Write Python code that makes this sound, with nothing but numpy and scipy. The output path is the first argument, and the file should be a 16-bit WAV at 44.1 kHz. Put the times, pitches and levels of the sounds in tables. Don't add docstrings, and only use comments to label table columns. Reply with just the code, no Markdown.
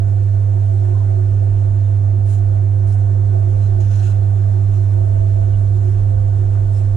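import sys
import numpy as np
from scipy import signal
from scipy.fft import rfft, irfft, next_fast_len
from scipy.io import wavfile
from scipy.ndimage import uniform_filter1d

SR = 44100
rng = np.random.default_rng(int(sys.argv[2]) if len(sys.argv) > 2 else 0)


def persist_wave(psi):
    counts = np.round(np.clip(psi, -1, 1) * 32767).astype(np.int16)
    wavfile.write(sys.argv[1], SR, np.atleast_2d(counts).T)


N = 307105


def amp(db):
    return 10 ** (np.asarray(db) / 20)


def evened(x):
    return x / np.sqrt(np.mean(x ** 2) + 1e-20)


def read(points, hz):
    f, *columns = np.transpose(points)
    return [np.interp(np.log(hz + 1), np.log(f + 1), c) for c in columns]


def curve(rows):
    s, *columns = np.transpose(rows)
    return np.array([np.interp(np.arange(N) / SR, s, c) for c in columns])


def shaped(x, gain):
    size = next_fast_len(N)
    return irfft(rfft(x, size) * gain(np.fft.rfftfreq(size, 1 / SR)), size)[..., :N]


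def mode(hz, centre_hz, width_hz):
    unit = np.sqrt(2 * SR / (np.pi * width_hz))
    detuning = (hz ** 2 - centre_hz ** 2) / (hz * width_hz + 1e-9)
    return unit / (1 + 1j * detuning) ** 2


def drift(rate_hz):
    return evened(shaped(rng.standard_normal(N), lambda hz: np.exp(-(hz / rate_hz) ** 2)))


def ports(left_db, right_db, lead):
    return np.array([amp(left_db) * np.exp(1j * lead), amp(right_db) + 0j]).reshape(2, -1)


def ringing(drive, modes):
    return shaped(drive, lambda hz: sum(ports(*place) * mode(hz, f, w) for f, w, *place in modes))


def diffuse(table, patchy_db, size):
    frames, hz = 4 * N // size + 5, np.fft.rfftfreq(size, 1 / SR)
    left_db, right_db, like, lead = read(table, hz)
    a, b, c, d, patches = rng.standard_normal((frames, len(hz), 5)).T
    patches = uniform_filter1d(patches, size=8, axis=0)
    patches = evened(uniform_filter1d(patches, size=12, axis=1))
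    like = np.clip(like, 0, 1)[:, None]
    right = a + 1j * b
    left = like * right + np.sqrt(1 - like ** 2) * (c + 1j * d)
    z = np.array([left, right])
    z *= ports(left_db, right_db, lead)[..., None] * amp(patchy_db * patches)
    unit = np.sqrt(3 / 2 * SR / size)
    return unit * signal.istft(z, nperseg=size, noverlap=size * 3 // 4)[1][:, :N]


# time in seconds, left level in dB, right level in dB.
HUM_LEVELS = [(0, -18, -11), (.56, -17.5, -11), (3, -17.5, -10.5), (5.41, -17.5, -10.5), (6.96, -18, -11.5)]
HUM_HZ, HUM_LEAD = 100.173, -.19
# pitch in Hz, left level in dB, right level in dB, radians by which left leads.
OVERTONES = [(225.3, -57.8, -46.8, 0.46), (250.4, -65.5, -53.3, 0.62), (300.2, -59.1, -51.9, 0.57),
             (400.7, -55.9, -48.3, 2.18), (519.7, -53.4, -47.8, 2.63), (599.7, -55.2, -50.2, 2.77),
             (700.1, -58.4, -51.0, -3.09), (899.1, -66.5, -59.8, 3.06), (998.7, -77.6, -69.3, 2.94),
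             (1049.1, -63.9, -69.8, -1.8), (1099.0, -68.4, -63.3, -2.53), (1124.0, -78.7, -69.5, 2.35),
             (1174.0, -84.8, -70.9, 0.49), (1199.4, -85.2, -71.2, -2.75), (1299.3, -78.7, -71.6, 2.37),
             (1499.7, -71.0, -69.3, 0.36), (1800.2, -73.0, -66.7, 0.37), (3630.4, -86.0, -82.2, 0.88)]
JITTER_S, JITTER_HZ = 4e-5, 8.


def motor():
    t = np.arange(N) / SR
    drone = np.exp(2j * np.pi * HUM_HZ * t + .02j * drift(0.32))
    out = ports(*curve(HUM_LEVELS), HUM_LEAD).reshape(2, N) * drone
    shaft = t + JITTER_S * drift(JITTER_HZ)
    for hz, *place in OVERTONES:
        waver = evened(amp(2.2 * drift(5.)))
        out += ports(*place) * waver * np.exp(2j * np.pi * (hz * shaft + rng.random()))
    return np.sqrt(2) * out.real


# touch in seconds, rise in s, hold in s, fall in s, hiss level in dB before the port gains,
# ring of the tool over the hiss in dB, brightness in dB, core pitch in Hz.
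STROKES = [(0.817, .028, .01, .05, -65, -4, 0, 7500), (2.24, 0.024, .03, 0.047, -57.5, -10, 3, 9200),
           (2.285, 0.021, 0.05, 0.04, -54, -12, 2.5, 7760), (2.376, .004, .008, .03, -64, -9, 2, 8200),
           (2.869, .004, .007, .015, -54, -12, 0, 8700), (2.886, .006, 0.02, .04, -58.5, -9, 4, 5200),
           (2.918, .006, .025, 0.033, -60, -10, 0, 8200), (2.975, .01, .015, .06, -62, -8.5, 0, 7500),
           (3.47, 0.018, 0.056, 0.13, -64, -6, 4.5, 6960), (3.594, 0.029, .05, .08, -62, -5, -0.5, 7000),
           (3.797, .004, 0.011, 0.23, -52.5, -7, -4, 6500),
           (3.896, 0.017, 0.022, 0.063, -53.5, -3, -2, 6200), (3.935, 0.015, 0.039, 0.05, -56, -2, 0, 6650),
           (3.983, .01, 0.039, .04, -61, 1.5, -1, 6300),
           (4.007, 0.038, 0.014, 0.056, -48.5, -2.5, -3, 7200),
           (4.061, 0.012, 0.031, 0.09, -54.5, 0, 1.5, 7140), (4.66, 0.081, .02, 0.18, -59.5, -3, 1, 6940),
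           (5.696, 0.15, .05, .2, -63, -7, -0.5, 7500), (6.678, 0.068, 0.052, .06, -56, -7, 2.5, 8400)]
# frequency in Hz, left in relative dB per Hz, right in relative dB per Hz.
SCRAPE_COLOUR = [(1200, -12, -9), (1980, -2, -1), (3430, -7, -6.5), (4870, -3.5, -4.5), (6500, 1, -3.5),
                 (7500, -2, -3), (8500, -7, 0), (9700, -5, -3), (11000, -11, -10), (12900, -16, -17),
                 (14800, -29, -28)]
# centre in Hz, width in Hz, relative level in dB.
TOOL_MODES = [(1500, 300, 7.5), (1750, 230, -3.5), (2900, 3500, 1), (2660, 350, -5), (4060, 400, -12.5)]
FOOT_DB = -16
DULLING_DB_PER_S = 16.5
CORE_WIDTH_HZ, CORE_DB, CORE_SAG_HZ_PER_S = 1800, -9, 6000
ECHO_S, ECHO_DB = .005, -25


def tool():
    clicks_db = 1.7 * rng.exponential(1, N)
    grit = rng.standard_normal((2, N)) * amp(clicks_db + .8 * drift(40.0) + 1.4 * drift(300.))
    grit[0] += 0.2 * grit[1]
    hiss = evened(shaped(grit, lambda hz: amp(read(SCRAPE_COLOUR, hz))))
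    dull = shaped(hiss, lambda hz: 1 / (1 + (hz / 7500.) ** 6))
    ring = evened(shaped(grit, lambda hz: sum(amp(db) * mode(hz, f, w) for f, w, db in TOOL_MODES)))
    out, lag = np.zeros((2, N)), np.arange(SR // 40) / SR
    smooth = signal.butter(2, CORE_WIDTH_HZ / 2, fs=SR)
    for touch, rise, hold, fall, hiss_db, ring_db, bright_db, core_hz in STROKES:
        start = round(touch * SR)
        here = slice(start, start + SR // 2)
        t = np.arange(len(out[0, here])) / SR
        corners = np.cumsum([0, rise, hold, fall])
        press_db = np.interp(t, corners, [FOOT_DB, 0, 0, FOOT_DB], right=-120)
        dulled_db = DULLING_DB_PER_S * np.maximum(t - rise, 0)
        tilted = dull[:, here] + amp(bright_db - dulled_db) * (hiss - dull)[:, here]
        turn = np.exp(2j * np.pi * (core_hz * t - CORE_SAG_HZ_PER_S * t ** 2 / 2))
        core = evened((turn * signal.lfilter(*smooth, grit[:, here] / turn)).real)
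        mix = tilted + amp(CORE_DB) * core + amp(ring_db) * ring[:, here]
        sound = amp(hiss_db + press_db) * mix
        smear = rng.standard_normal((2, len(lag))) * np.exp(-lag / ECHO_S)
        echoes = (lag == 0) + amp(ECHO_DB) * smear
        echoes /= np.linalg.norm(echoes[0])
        out[:, here] += signal.fftconvolve(sound, echoes, axes=1)[:, :len(t)]
    return out * amp([[1.5], [2.1]])


# centre in Hz, width in Hz, left level in dB, right level in dB, radians by which left leads;
# the levels hold for a drive of 0 dB.
FRAME_MODES = [(21.0, 14.0, -34.9, -33.3, -0.31), (48.0, 11.0, -40.8, -37.4, -0.38),
               (64.0, 12.0, -38.4, -33.5, -0.29), (219.0, 60.0, -56.1, -45.8, 0.31),
               (356.0, 17.0, -46.6, -37.1, 1.83), (397.0, 28.0, -56.6, -48.0, 2.11),
               (434.0, 12.0, -65.0, -56.5, 2.25), (500.0, 10.0, -56.8, -50.4, 2.6),
               (520.0, 23.0, -48.0, -43.6, 2.7), (606.0, 33.0, -51.7, -48.0, 2.75),
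               (634.0, 22.0, -44.4, -41.8, 2.92), (662.0, 20.0, -44.4, -41.5, 3.07),
               (691.0, 45.0, -48.0, -41.3, -3.11), (727.0, 27.0, -48.0, -42.6, -3.05),
               (791.0, 24.0, -58.8, -52.5, -2.97), (829.0, 18.0, -63.2, -54.7, 2.95),
               (886.0, 21.0, -73.3, -60.5, 3.09), (933.0, 13.0, -62.5, -55.6, 2.75),
               (970.0, 21.0, -67.7, -64.1, -2.83), (1004.0, 35.0, -67.4, -62.5, 2.95),
               (1184.0, 57.0, -78.1, -62.1, 3.06), (1296.0, 41.0, -71.0, -66.9, 1.92),
               (1425.0, 35.0, -77.0, -66.3, 1.75), (1488.0, 100.0, -67.0, -62.2, 1.27)]
DEEP_BELOW_HZ = 150
# time in seconds, level in dB.
SWAY_LEVEL = [(0, -6), (.6, -5.5), (1.4, -1.5), (2.1, -0.5), (3.2, -0.5), (4.5, -2), (5.1, 1), (6, 4),
              (6.96, 3)]
# time in seconds, level in dB.
RUMBLE_LEVEL = [(0, -1), (.9, 0.5), (2, -0.5), (3, 1), (4.4, 1), (5.4, 0), (6.96, -1)]
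TURN_HZ = 2.4


def frame():
    t = np.arange(N) / SR
    turn = np.cos(2 * np.pi * TURN_HZ * t + 0.26 * drift(0.62))
    deep = [row for row in FRAME_MODES if row[0] < DEEP_BELOW_HZ]
    high = FRAME_MODES[len(deep):]
    out = np.zeros((2, N))
    for modes in [deep, high[::2], high[1::2]]:
        if modes is deep:
            drive_db = curve(SWAY_LEVEL)[0] + 0.79 * drift(7.2)
        else:
            drive_db = curve(RUMBLE_LEVEL)[0] + 0.89 * turn + 1.4 * drift(8.2)
        out += ringing(rng.standard_normal(N) * amp(drive_db), modes)
    return out


# peak in seconds, half length in s, mode in Hz, level against its 0 dB ring in dB.
SURGES = [(0.701, 0.17, 662, 5), (1.219, 0.054, 356, 6.5), (3.199, 0.23, 520, 5.5),
          (3.798, 0.071, 356, 4.5), (4.407, .2, 356, -4), (5.246, .25, 662, 10.5), (5.872, 0.075, 356, 7.5),
          (6.099, 0.18, 520, 8.5)]


def surges():
    t, out = np.arange(N) / SR, np.zeros((2, N))
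    for peak_s, half_s, hz, over_db in SURGES:
        nearest = min(FRAME_MODES, key=lambda row: abs(row[0] - hz))
        swell = np.exp(-((t - peak_s) / half_s) ** 2)
        out += amp(over_db) * swell * ringing(rng.standard_normal(N), [nearest])
    return out


# start in
# seconds, length in s, pitch in Hz, glide in Hz per s, width of the waver in Hz, peak level before the waver in
# dB.
NOTES = [(0.798, 0.15, 900, 398, 35, -56), (.94, .098, 975, 698, 35, -52), (2.882, .036, 3950, 0, 300, -63),
         (3.62, .03, 4130, 0, 120, -62), (3.658, .018, 4050, 0, 120, -62),
         (3.803, .016, 6500, -1, 500, -53), (3.932, .038, 4150, 0, 90, -59),
         (3.98, .06, 4150, -1000, 120, -63), (4.027, .02, 2650, 4, 150, -54),
         (4.096, 0.03, 4060, -2000, 100, -58), (5.528, 0.027, 2900, -2, 99, -58.5),
         (6.536, .05, 693, -2, 50, -42.5), (6.542, .02, 1000, -1, 300, -49),
         (6.742, 0.061, 5260, 0, 110, -61)]
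NOTE_WAVER_DB, NOTE_WOBBLE = 4., 2.
NOTE_EDGE = 0.15


def notes():
    out = np.zeros(N)
    for start, length, hz, glide, width_hz, level_db in NOTES:
        t = np.arange(N) / SR - start
        phase = 2 * np.pi * (hz * t + glide * t ** 2 / 2)
        waver = amp(NOTE_WAVER_DB * drift(width_hz))
        tone = waver * np.cos(phase + NOTE_WOBBLE * drift(width_hz))
        fades = np.clip(np.minimum(t, length - t) / (NOTE_EDGE * length), 0, 1)
        out += amp(level_db) * fades * tone
    return out


# frequency in Hz, left and right level in dB per Hz before the sway and drift,
# likeness of the ports from 0 to 1, radians by which left leads.
SHAKE_SPECTRUM = [(10, -60, -60, .8, -.3), (35, -68, -62, .3, -.4), (85, -58.5, -53, .7, -.2),
                  (130, -60, -56, .6, -.1), (200, -72, -67, .5, .3), (330, -74.5, -68, .3, 1.2),
                  (560, -72, -68.5, .8, 2.8), (1000, -84, -80, .6, 3.1), (1700, -100, -97, .3, 2.),
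                  (4000, -140, -140, 0, 0)]
# start in seconds, left level in dB, right level in dB, rough top of the band in Hz, rise in s.
BUMPS = [(.3, -37, -29, 70, .04), (2.1, -48, -38, 220, .015), (3.62, -42, -26, 130, .035)]


def stand():
    shake_db = 0.2 * curve(SWAY_LEVEL)[0] + 1.2 * drift(9.)
    out = diffuse(SHAKE_SPECTRUM, 0.97, size=2048) * amp(shake_db)
    t = np.arange(SR // 3) / SR
    for start, left_db, right_db, top_hz, rise in BUMPS:
        swell = (t / rise) * np.exp(1 - t / rise)
        thud = swell * drift(top_hz)[:len(t)]
        thud *= np.linalg.norm(swell) / np.linalg.norm(thud)
        out[:, round(start * SR):][:, :len(t)] += amp([[left_db], [right_db]]) * thud
    return out


# frequency in Hz, left and right level in dB per Hz before the swell,
# likeness of the ports from 0 to 1, radians by which left leads.
WASH_SPECTRUM = [(500, -95, -93, .2, 3.), (1000, -83, -81, .2, 3.), (1600, -86, -84.5, .2, .6),
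                 (2100, -88.5, -88, .3, 2.), (2600, -90.5, -90.5, .2, 1.5), (3300, -93.5, -93.5, .3, .2),
                 (4000, -96, -95.5, .5, 0), (4800, -98, -97.5, .1, 0), (7300, -95, -94.5, .1, 0),
                 (9000, -99, -97, .1, 0), (10900, -103, -102.5, .1, 0), (11300, -108, -108, .1, 0),
                 (12600, -110, -110, .1, 0), (14900, -127, -127, .1, 0)]
# time in seconds, level in dB.
WASH_LEVEL = [(0, -2), (1, -0.5), (2.3, -2.5), (3.3, -1), (5.2, -0.35), (6.96, -1)]


def wash():
    return diffuse(WASH_SPECTRUM, 1.3, size=512) * amp(curve(WASH_LEVEL)[0] + 0.3 * drift(2.1))


def scene():
    return motor() + tool() + frame() + surges() + notes() + stand() + wash()


EDGE_HZ = 14950


def record(dry):
    lowpass = signal.firwin(511, EDGE_HZ, window=("kaiser", 9), fs=SR)
    return signal.oaconvolve(dry, lowpass[None], "same")


dry = scene()
out = record(dry)
persist_wave(out)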